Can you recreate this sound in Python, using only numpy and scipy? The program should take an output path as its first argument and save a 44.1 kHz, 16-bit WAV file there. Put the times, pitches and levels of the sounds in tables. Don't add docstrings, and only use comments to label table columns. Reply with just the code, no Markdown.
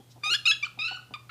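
import sys
import numpy as np
from scipy import signal
from scipy.fft import rfft, irfft
from scipy.io import wavfile
from scipy.ndimage import uniform_filter1d

SR = 44100
rng = np.random.default_rng(int(sys.argv[2]) if len(sys.argv) > 2 else 0)


def pcm_store(signal):
    levels = np.round(np.clip(np.atleast_2d(signal), -1, 1) * 32767)
    wavfile.write(sys.argv[1], SR, levels.astype(np.int16).T)


def decibels_to_gain(level_db):
    exponent = np.asarray(level_db, float) / 20
    return 10 ** exponent


N = 57330
TOP_HZ = 15500


def evened(x):
    return x / np.sqrt(np.mean(x ** 2) + 1e-20)


def read(points, hz):
    f, value = np.transpose(points)
    return np.interp(np.log(hz + 1), np.log(f + 1), value)


def add(mix, start_s, sound):
    part = mix[max(round(start_s * SR), 0):][:len(sound)]
    part += sound[:len(part)]


def resonate(x, hz, width_hz):
    return signal.lfilter(*signal.iirpeak(hz, hz / width_hz, SR), x)


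def drift(n, per_s):
    smooth = np.exp(-2 * np.pi * per_s / SR)
    x = rng.standard_normal(8000)
    for _ in range(2):
        x = signal.lfilter([1], [1, -smooth], x)
    return evened(x[-5000 - n:][:n])


def coloured(db, n):
    spectrum = rfft(rng.standard_normal(n))
    return evened(irfft(spectrum * decibels_to_gain(db(np.fft.rfftfreq(n, 1 / SR))), n))


# (f [Hz], level [dB per Hz])
HISS_SPECTRUM = [(25, -29), (65, -10), (120, -4), (250, -12.5), (500, -18), (2000, -27.5), (3500, -26),
                 (15300, -33.5)]


def room_hiss():
    return decibels_to_gain(-60.5) * coloured(lambda f: read(HISS_SPECTRUM, f), N)


def hum():
    t = np.arange(N) / SR
    waver = evened(sum(np.sin(2 * np.pi * (f * t + rng.random())) for f in np.geomspace(2, 20, 12)))
    level_db = -57 + 1.05 * waver
    return np.sqrt(2) * decibels_to_gain(level_db) * np.sin(2 * np.pi * 120.1 * t)


# (f [Hz], level [dB])
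EARLIER_RING = [(800, -61.5), (3280, -60), (5000, -86)]


def earlier_cry():
    t = np.arange(N) / SR
    fade_db = -60 * t / 0.24
    ring = np.zeros(N)
    for hz, db in EARLIER_RING:
        ring += decibels_to_gain(db + fade_db) * evened(resonate(rng.standard_normal(N), hz, 29))
    return ring


def cluck(length_s, db, ring_hz, chest_db):
    pulses_per_s, throat_width_hz, chest_hz, fade_db = 260, 185, 270, -4
    timing, strength = rng.random((2, 12))
    at = (np.cumsum(.5 + timing) - .5 - timing[0]) / pulses_per_s
    pulses = np.zeros(4000)
    size = (0.66 + 0.66 * strength) * (at < length_s) * decibels_to_gain(fade_db * at / length_s)
    pulses[(abs(at) * SR).astype(int)] = size
    soften = signal.butter(4, 1250, fs=SR, output="sos")
    pulses = signal.sosfilt(soften, pulses)
    throat = resonate(resonate(pulses, ring_hz, throat_width_hz), ring_hz, 3 * throat_width_hz)
    chest = resonate(resonate(pulses, chest_hz, 230), chest_hz, 220)
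    return decibels_to_gain(db) * (throat + decibels_to_gain(chest_db) * chest) * 60


# (t [s], length [s], level [dB], throat ring f [Hz], chest level [dB])
CLUCK_EVENTS = [
    (.0, 0.011, -58, 270, 12.5),
    (0.159, 0.027, -47.5, 722, -1),
    (0.215, 0.0058, -51, 1510, -15),
    (0.258, 0.021, -41, 780, -35),
    (0.299, 0.024, -44, 342, -22),
    (0.775, 0.0245, -43, 772, -4),
    (0.911, 0.018, -35, 806, -12.5),
    (1.108, 0.021, -44, 695, 1),
]


def clucks(mix):
    for start_s, *settings in CLUCK_EVENTS:
        add(mix, start_s, cluck(*settings))


def rustle():
    t, noise = np.arange(N) / SR, rng.standard_normal(N)
    hiss = resonate(noise, 3950, 490) + resonate(noise, 5100, 1200)
    middle_s, width_s = 0.1184, 0.011
    return decibels_to_gain(-58) * evened(hiss) * np.exp(-.5 * ((t - middle_s) / width_s) ** 2)


# (f [Hz], level [dB])
THROAT_COLOUR = [(1000, -11.5), (1500, -13), (2600, 2.5), (4200, -3.5), (5600, -10), (7200, -24),
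                 (9500, -32), (15000, -51.5)]


def colour_db(hz, dip_hz, dip_db, treble_db, upper_hz, upper_db):
    width_hz, treble_hz = 400, 6050
    dip = np.exp(-.5 * ((hz - dip_hz) / width_hz) ** 2)
    upper = np.exp(-.5 * ((hz - upper_hz) / width_hz) ** 2)
    treble = 1 / (1 + (treble_hz / (hz + 1)) ** 6)
    return read(THROAT_COLOUR, hz) + dip_db * dip + upper_db * upper + treble_db * treble


def harmonic_sizes(k, hz, tilt_db, rough, first_db, mouth):
    size_db = colour_db(k * hz, *mouth)
    size_db = size_db + tilt_db * np.log2(np.minimum(k, 5) / 2) + first_db * (k == 1)
    smear_db = 2.5 * rough * np.maximum(k - 5, 0)
    size = decibels_to_gain(size_db - smear_db) * (k * hz < TOP_HZ)
    size = size / np.sqrt((size ** 2).sum(0) / 2)
    slow, fast = (np.array([drift(len(hz), per_s) for _ in k]) for per_s in (40, 110))
    shimmer_db = 0.91 * np.minimum(k, 5) ** 0.57 * slow
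    flutter_db = 11.5 * rough * np.sqrt(k / 1.27) * np.tanh(fast)
    return size * decibels_to_gain(shimmer_db + flutter_db)


def breath_puffs(turns, hz, tilt_db, treble_db, dip_hz, dip_db, upper_hz, upper_db):
    def spectrum_db(f):
        low_cut_db = 10 * np.log10(1 + (1220 / (f + 1)) ** 12)
        tilt = tilt_db.mean() * np.log2(f / hz.mean() + 1)
        return colour_db(f, dip_hz, dip_db, treble_db, upper_hz, upper_db) + tilt - low_cut_db

    puffs = coloured(spectrum_db, 6000)[:len(hz)]
    return puffs * (1 + 0.043 * np.cos(2 * np.pi * turns))


def note(rows, attack_s, dip_hz, dip_db, first_db, treble_db, upper_hz, upper_db, rasp_db):
    s, *columns = np.transpose(rows)
    s = np.maximum.accumulate(s)
    t = np.arange(s[0], s[-1], 1 / SR)[:5900]
    curves = [uniform_filter1d(np.interp(t, s, c), size=45, mode="nearest") for c in columns]
    hz, db, rough, tilt_db = curves
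    rough = np.clip(rough, 0, 1)
    jitter = 0.033 * rough * drift(len(t), 340)
    turns = np.cumsum(hz * (1 + jitter)) / SR

    k = np.arange(1, 14)[:, None]
    mouth = (dip_hz, dip_db, treble_db, upper_hz, upper_db)
    size = harmonic_sizes(k, hz, tilt_db, rough, first_db, mouth)
    voice = (size * np.cos(2 * np.pi * (k * turns + rng.random(k.shape)))).sum(0)
    puffs = breath_puffs(turns, hz, tilt_db, treble_db + rasp_db, dip_hz, dip_db, upper_hz, upper_db)

    release_s = 0.0031
    ramp = np.minimum((t - t[0]) / attack_s, (t[-1] - t) / release_s)
    edges = np.sin(np.pi / 2 * np.clip(ramp, 0, 1)) ** 2
    return s[0], edges * decibels_to_gain(db) * (voice + 0.75 * rough * puffs)


# (t [s], pitch f [Hz], level [dB], roughness [0-1], tilt [dB per octave])
FIRST_NOTES = [
    [(.224, 1213, -64.5, 0.1, -3), (.233, 1206, -54.5, 0.1, -5), (.2365, 1189, -29.5, 0.16, -3),
     (.271, 1247, -27, 0.12, -0.5), (.293, 1244, -29.5, 0.08, -1), (.317, 1450, -24, .09, 1),
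     (.334, 1392, -20.5, 0.15, 3), (.341, 1444, -27.5, 0.3, 4), (.355, 1435, -27, 0, 6)],
    [(.336, 1530, -21.5, 0.38, -4), (.345, 1622, -22.5, 0.32, -8), (.3545, 1740, -24, 0.23, -4),
     (.361, 1676, -30.5, 0.2, 0), (.367, 1290, -37, 0.1, -19)],
]
SECOND_NOTES = [
    [(.4535, 1490, -36, 0.26, -15), (.456, 1243, -24, 0.075, 5), (.464, 1246, -18.5, 0.11, 1),
     (.472, 1384, -24.5, 0.26, 4.3), (.477, 1444, -17.5, 0.13, -2), (.484, 1329, -19.5, 0.024, 2.5),
     (.511, 1286, -20, 0.056, 2), (.517, 1440, -19.5, 0.11, -1)],
    [(.5125, 1540, -21.5, 0.15, -6), (.518, 1704, -22, 0.3, -7), (.531, 1696, -28.5, 0.091, -3),
     (.539, 1623, -31.5, 0.03, -2.5), (.544, 1510, -44, 0.24, -12)],
]
SHORT_NOTES = [
    [(.6262, 1270, -41, 0.13, -7), (.6282, 1186, -30, 0.054, -10), (.636, 1170, -23.5, 0.019, -9.5),
     (.643, 1192, -28.5, 0.1, -19.5), (.649, 1310, -33, 0.19, 0)],
    [(.647, 1434, -46.5, 0.49, 0), (.655, 1511, -36.5, 0.41, -1.5), (.664, 1423, -45, 0.72, -8),
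     (.672, 1260, -36, 0.29, -23)],
]
LONG_NOTES = [
    [(.778, 1256, -59, 0.055, -15), (.7875, 1250, -75, 0.065, -11), (.79, 1237, -32.5, 0.15, 1),
     (.812, 1224, -30, 0.071, 6), (.822, 1325, -31, 0.17, 0), (.836, 1244, -30.5, 0.057, -1),
     (.853, 1367, -30, 0.038, 1.5), (.869, 1309, -33, 0.057, 4.5), (.895, 1446, -37, 0.21, -9)],
    [(.872, 1482, -29, 0.15, -2), (.89, 1452, -36, 0.3, -4.5), (.904, 1481, -38.5, 0.24, -8),
     (.924, 1451, -39, 0.19, -9.5), (.94, 1495, -41, 0.13, -6), (.955, 1466, -37, 0.039, -10.5),
     (.968, 1397, -47.5, 0.049, 2), (.977, 1250, -38, 0.081, -18)],
]
PEEP_NOTES = [
    [(1.1365, 1305, -67, 0.62, 8), (1.14, 1186, -34.5, 0.11, -3), (1.151, 1227, -36, 0.24, -10),
     (1.157, 1160, -46, 0.22, 0.5), (1.166, 1020, -42.5, 0.05, -43)],
    [(1.292, 1320, -53, 0.97, -21), (1.2945, 1401, -42, 0.89, -14.5), (1.304, 1374, -40.5, 0.33, 5)],
]
# (dip f [Hz], dip level [dB], fundamental [dB], treble [dB],
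# upper notch or peak f [Hz], its level [dB], extra treble rasp [dB])
MOUTH_SHAPES = [
    (5680, -8.5, 5, 7, 8370, -6, 7),
    (6260, -5, 1, 6, 5900, -9, 13),
    (5830, -17.5, -3, 2.5, 8040, -10, -2),
    (5600, -15, -4, -7, 6800, 10, 10),
    (4000, -12.5, -17, 5.5, 7700, 0, 8),
    (6050, -4, 0.5, -3.5, 7500, 13, 23),
    (5980, -16.5, -1.5, -8, 7500, -6, 0),
    (5980, -7, 7.5, 6, 7160, 7.5, -3),
    (6200, -23, 5, 5.5, 4800, 2.5, 16),
    (6100, -9, 8.5, -29, 5900, -1, 0),
]
NOTE_ATTACKS = [.0007, .003, .0007, .0012, .0007, .003, .0007, .016, .0007, .0007]
HEAD_TURNS = [1, -2.5, -0.5, 0.5, -1.5, 3.5, 5.5, 7.5, 2, 1]


def cries(near, spread):
    notes = FIRST_NOTES + SECOND_NOTES + SHORT_NOTES + LONG_NOTES + PEEP_NOTES
    for rows, attack_s, mouth, turned_db in zip(notes, NOTE_ATTACKS, MOUTH_SHAPES, HEAD_TURNS):
        start_s, sound = note(rows, attack_s, *mouth)
        add(near, start_s, sound)
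        add(spread, start_s, decibels_to_gain(turned_db) * sound)


# (t [s], level [dB], ring f [Hz], width [Hz])
SNAP_EVENTS = [
    (0.2348, -33, 1670, 1500),
    (.3365, -28, 3000, 2200),
    (0.4739, -27, 3000, 1500),
    (0.5158, -33, 3750, 2500),
    (.648, -31, 3500, 2500),
    (1.1388, -28.5, 2920, 1100),
    (1.2935, -45, 2900, 1800),
]


def snaps(mix):
    t = np.arange(400) / SR
    for start_s, db, hz, width_hz in SNAP_EVENTS:
        swell = 3 * np.pi * width_hz * t * np.exp(-np.pi * width_hz * t)
        add(mix, start_s, decibels_to_gain(db) * swell * np.sin(2 * np.pi * hz * t))


# (delay t [s], level [dB])
REFLECTIONS = [(.0023, -23), (.0061, -37), (.0113, -32), (.017, -25), (.024, -26)]
# (f [Hz], t60 [s])
ROOM_DECAY = [(500, 0.38), (1500, 0.26), (3000, 0.22), (6000, 0.22), (12000, 0.27)]


def room(direct, spread):
    start_s, rise_s, tail_db = 0.0027, 0.014, -12
    late_db, late_longer = -10, 2.09
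    taps = np.zeros(SR // 2)
    at = np.arange(0, SR // 2 - 20, 20)
    taps[at + rng.integers(0, 20, len(at))] = rng.choice([-1., 1.], len(at))
    taps[:round(start_s * SR)] = 0
    hz, t, z = signal.stft(taps, SR, nperseg=256)
    fall_db = -60 * t / read(ROOM_DECAY, hz)[:, None]
    decay = np.hypot(decibels_to_gain(fall_db), decibels_to_gain(late_db + fall_db / late_longer))
    tail = signal.istft(z * decay, SR, nperseg=256)[1]
    tail = tail * (1 - np.exp(-np.arange(len(tail)) / SR / rise_s))
    tail = decibels_to_gain(tail_db) * tail / np.linalg.norm(tail)
    for k, (delay_s, db) in enumerate(REFLECTIONS):
        tail[round(delay_s * SR)] += (-1) ** k * decibels_to_gain(db)
    return direct + signal.fftconvolve(spread, tail)[:N]


def scene():
    near = rustle()
    clucks(near)
    snaps(near)
    spread = near.copy()
    cries(near, spread)
    mix = room(near, spread) + earlier_cry() + hum() + room_hiss()
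    return mix[None]


def top_cut(x):
    return signal.sosfilt(signal.butter(12, 15450, fs=SR, output="sos"), x)


def record(dry):
    low_pass = signal.firwin(511, TOP_HZ, window=("kaiser", 9), fs=SR)
    mix = signal.oaconvolve(dry, low_pass[None], "same")
    return top_cut(mix)


dry = scene()
out = record(dry)
pcm_store(out)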